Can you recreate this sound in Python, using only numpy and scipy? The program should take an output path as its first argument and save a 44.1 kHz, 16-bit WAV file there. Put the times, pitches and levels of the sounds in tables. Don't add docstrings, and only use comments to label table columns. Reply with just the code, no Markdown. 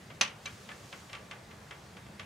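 import sys
import numpy as np
from scipy import signal
from scipy.fft import rfft, irfft
from scipy.io import wavfile
from scipy.ndimage import uniform_filter1d

SR = 44100
rng = np.random.default_rng(int(sys.argv[2]) if len(sys.argv) > 2 else 0)


def output_pcm(signal):
    pcm = np.clip(np.atleast_2d(signal).T, -1, 1) * 32767
    wavfile.write(sys.argv[1], SR, np.round(pcm).astype(np.int16))


N = 99225

# (frequency [Hz], left-right correlation [-])
NOISE_CORRELATION = [(30, 0.98), (140, 1), (300, 0.89), (600, 0.67), (1500, 0.43), (4000, 0.64),
                     (12000, 0.79)]


def axle_clacks(level_db=-18, t60_s=0.015):
    # (time [s], level [dB], tilt [dB/octave], rise [s])
    drops = [(.1000, -6, -5.5, 0.0035), (.455, -1.5, 0, 0.00067), (.468, -7, -1, 0.0056),
             (0.6883, -1.5, -3.5, 0.00055), (0.713, -7, -2.5, 0.0034), (0.9253, -0.5, -3, 0.0012),
             (1.0945, -8.5, -1.5, 0.0041), (1.1290, 1, 0, 0.00036), (1.1444, -2.5, -1.5, 0.0082),
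             (1.3100, 0.5, -1.5, 0.00063), (1.508, -10, -4.5, 0.0043), (1.7079, -1.5, -3, 0.0013),
             (1.9665, -8, -2.5, .003), (2.061, -13, -7, .003), (2.1947, 0.5, -0.5, 0.00094)]
    # (delay [s], level [dB])
    bounces = [(0, -8.5), (.002, -1.5), (.0052, -13.5)]
    # (frequency [Hz], density [dB])
    spectrum = [(25, -36), (100, -26), (330, -21), (550, -8), (800, -8.5), (1200, -4.5), (2200, 1.5),
                (3200, 1), (4500, -6.5), (6400, -9), (9000, -21), (16000, -44)]
    # (frequency [Hz], level [dB], t60 [s])
    stand_modes = [(554, -5, .14), (824, -8, .2), (1160, -2, .32), (1470, -5, .18), (2070, 1, .24),
                   (2290, -2, .18), (2680, 0, .14), (3080, -2, .13), (3380, -2, .13)]
    out = np.zeros((2, N))
    for time_s, db, tilt, rise_s in drops:
        rattle = np.zeros((2, SR // 3))
        for delay_s, bounce_db in bounces:
            add(rattle, delay_s, amp(bounce_db) * contact(rise_s, hold_s=rise_s, t60_s=t60_s))
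        clack = knock(rattle, spectrum, tilt, stand_modes, ring_db=-1.5, room_db=1)
        add(out, time_s, amp(level_db + db) * clack)
    return out


def reel_clicks(level_db=4.5):
    # (time [s], level [dB], tilt [dB/octave])
    strikes = [(0.2108, 0, 0.5), (0.4588, -21, -2)]
    # (frequency [Hz], density [dB])
    spectrum = [(25, -48), (100, -24), (220, -13.5), (380, -15.5), (550, -9.5), (800, -9), (1150, -7.5),
                (1600, -8), (2600, -0.5), (4200, -2), (5300, -4), (6200, -0.5), (7200, -15.5), (10000, -22),
                (16000, -48)]
    # (frequency [Hz], level [dB], t60 [s])
    reel_modes = [(212, -11, .25), (560, -8, .13), (1152, -6, .2), (1384, -5, .08), (1892, -2, .11),
                  (2456, -1, .12), (2508, 1, .14), (2612, -1, .12), (2751, -1, .12), (3001, 0, .13),
                  (3054, -3, .12), (4340, -5, .12), (6114, 0, .11), (6203, -4, .15)]
    out = np.zeros((2, N))
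    for time_s, db, tilt in strikes:
        blow = contact(rise_s=0.001, hold_s=0.0035, t60_s=0.017)
        click = knock(blow, spectrum, tilt, reel_modes, ring_db=-4, room_db=-4)
        add(out, time_s, amp(level_db + db) * click)
    return out


def contact(rise_s, hold_s, t60_s, correlation=0.88, size=14000):
    t = np.arange(size) / SR
    mid, side = rng.choice([-1., 1.], (2, size))
    noise = np.sqrt(1 + correlation) * mid + np.sqrt(1 - correlation) * np.array([side, -side])
    fading_s = np.maximum(t - hold_s, 0)
    envelope = np.minimum(t / rise_s, 1) * amp(-60 * fading_s / t60_s)
    return unit_energy(whiten(noise * envelope) * (fading_s < 2 * t60_s))


def knock(blow, spectrum, tilt, modes, ring_db, room_db, ring_rise_s=0.00067, spread_turns=0.088):
    # (delay [s], level [dB])
    wall_echoes = [(0.0102, -14), (0.019, -13), (.0235, -22), (.0355, -22), (.0655, -26)]
    t = np.arange(blow.shape[1]) / SR
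    ring = 0
    for hz, db, t60_s in modes:
        phase_turns = rng.random() + spread_turns * min(hz / 1000, 1) * rng.standard_normal((2, 1))
        ring = ring + amp(db - 60 * t / t60_s) * np.sin(2 * np.pi * (hz * t + phase_turns))
    ring = unit_energy(ring * np.minimum(t / ring_rise_s, 1))
    direct = unit_energy(colour(blow, spectrum, tilt))
    reverb = unit_energy(colour(room_response()[:, :len(t)], spectrum, tilt))
    out = direct + amp(ring_db) * ring + amp(room_db) * reverb
    for delay_s, db in wall_echoes:
        skewed_right = np.roll(direct[1], rng.integers(-2, 3))
        add(out, delay_s, amp(db) * np.array([direct[0], skewed_right]))
    return out


def wood_squeaks(rise_s=0.0017, waver_depth=0.014, size=8000):
    # (time [s], pitch [Hz], level [dB], t60 [s])
    slips = [(0.4573, 3890, -18.5, .045), (.4585, 6240, -19, 0.015), (.466, 2355, -14, 0.084),
             (0.715, 1738, -19, 0.082)]
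    out = np.zeros((2, N))
    t = np.arange(size) / SR
    for time_s, hz, db, t60_s in slips:
        waver = uniform_filter1d(rng.standard_normal(size), 60)
        pitch_hz = hz * (1 + waver_depth * waver / waver.std())
        phase_turns = np.cumsum(pitch_hz) / SR + 0.08 * rng.standard_normal((2, 1))
        envelope = np.minimum(t / rise_s, 1) * amp(-60 * t / t60_s)
        add(out, time_s, amp(db) * unit_energy(np.sin(2 * np.pi * phase_turns) * envelope))
    return out


def thread_hiss(grain_db=1):
    # (time [s], level [dB])
    levels = [(0, -64), (.35, -67.5), (0.498, -57), (.66, -59.5), (1.0, -57), (1.15, -63.5), (1.35, -65.5),
              (1.8, -63.5), (2.25, -68)]
    # (frequency [Hz], density [dB])
    spectrum = [(300, -21), (1200, -1.5), (3500, 3), (7000, 2), (10000, -7), (16000, -17)]
    grain = uniform_filter1d(rng.standard_normal(N), 30)
    noise = stereo_noise(NOISE_CORRELATION, N) * amp(grain_db * grain / grain.std())
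    return follow_level(colour(noise, spectrum), levels)


def low_drone(centre_hz=201.5, width_hz=38):
    # (time [s], level [dB])
    levels = [(0, -65), (.9, -65.5), (1.25, -65.5), (1.5, -64.5), (2.25, -57)]
    hz = np.fft.rfftfreq(N, 1 / SR)
    resonance = 1 / (1 + (2 * (hz - centre_hz) / width_hz) ** 2)
    return follow_level(irfft(rfft(rng.standard_normal(N)) * resonance, N), levels)


def room_response(predelay_s=0.007, early_db=3.5, early_s=0.025, size=16384):
    # (frequency [Hz], t60 [s])
    decay = [(200, 0.37), (700, 0.31), (1800, 0.3), (3000, 0.29), (5000, 0.26), (12000, 0.21)]
    # (frequency [Hz], level [dB])
    spectrum = [(200, 2.5), (1000, 8.5), (2800, 1), (4500, -8), (6500, -7), (12000, -1.5)]
    # (frequency [Hz], left-right correlation [-])
    correlation = [(100, .98), (220, 0.97), (350, 1), (600, 0.17), (1500, 0.53), (4000, .55), (12000, 0.97)]
    hz, t, bins = signal.stft(stereo_noise(correlation, size), SR, nperseg=256)
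    envelope_db = early_db * np.exp(-t / early_s) - 60 * t / at_hz(decay, hz)[:, None]
    tail = signal.istft(bins * amp(at_hz(spectrum, hz)[:, None] + envelope_db), SR, nperseg=256)[1]
    return np.pad(tail, ((0, 0), (round(predelay_s * SR), 0)))


def room_air(level_db=-52, patch_db=1.5):
    # (frequency [Hz], density [dB])
    spectrum = [(20, -50), (32, -25), (50, -11.5), (80, -1.5), (135, 2), (205, -4.5), (270, -9.5),
                (450, -9), (900, -12.5), (1500, -14.5), (3000, -21), (6500, -28), (10000, -32.5),
                (15500, -42)]
    hz, t, bins = signal.stft(stereo_noise(NOISE_CORRELATION, N), SR, nperseg=2048, noverlap=1536)
    drift = uniform_filter1d(rng.standard_normal((len(t), len(hz))), size=6, axis=0)
    patches = uniform_filter1d(drift, size=16, axis=1).T
    bins = bins * amp(at_hz(spectrum, hz)[:, None] + patch_db * patches / patches.std())
    air = signal.istft(bins, SR, nperseg=2048, noverlap=1536)[1][:, :N]
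    return amp(level_db) * air / air.std()


def amp(db):
    return 10 ** (np.asarray(db) / 20)


def at_hz(table, hz):
    knots_hz, values = np.transpose(table)
    return np.interp(np.log(hz + 1), np.log(knots_hz + 1), values)


def unit_energy(x):
    return x / np.sqrt(np.mean(np.sum(x ** 2, -1)) + 1e-20)


def follow_level(x, levels):
    return x / x.std() * amp(np.interp(np.arange(N) / SR, *np.transpose(levels)))


def add(mix, time_s, sound):
    part = mix[:, max(round(time_s * SR), 0):][:, :sound.shape[1]]
    part += sound[:, :part.shape[1]]


def colour(x, spectrum, tilt_db_per_octave=0, pivot_hz=2500, size=2048):
    hz = abs(np.fft.fftfreq(size, 1 / SR))
    octaves = np.log2(np.maximum(hz, 500) / pivot_hz)
    log_gain = np.log(amp(at_hz(spectrum, hz) + tilt_db_per_octave * octaves))
    minimum_phase = np.exp(np.conj(signal.hilbert(log_gain)))
    taps = np.fft.ifft(minimum_phase).real[:size // 2]
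    return signal.fftconvolve(x, taps[None], axes=1)[:, :x.shape[1]]


def stereo_noise(correlation, size):
    mid, side = rfft(rng.standard_normal((2, size)))
    alike = np.clip(at_hz(correlation, np.fft.rfftfreq(size, 1 / SR)), -1, 1)
    mid, side = mid * np.sqrt((1 + alike) / 2), side * np.sqrt((1 - alike) / 2)
    return irfft(np.array([mid + side, mid - side]), size)


def whiten(burst, width_bins=128):
    bins = rfft(burst)
    power = uniform_filter1d((abs(bins) ** 2).mean(0), width_bins)
    return irfft(bins / np.sqrt(abs(power) + 1e-12), burst.shape[1])


def scene():
    return reel_clicks() + axle_clacks() + wood_squeaks() + thread_hiss() + low_drone() + room_air()


def record(dry):
    cutoff_hz = 15800
    taps = signal.firwin(511, cutoff_hz, window=("kaiser", 9), fs=SR)
    return signal.oaconvolve(dry, taps[None], "same")


dry = scene()
out = record(dry)
output_pcm(out)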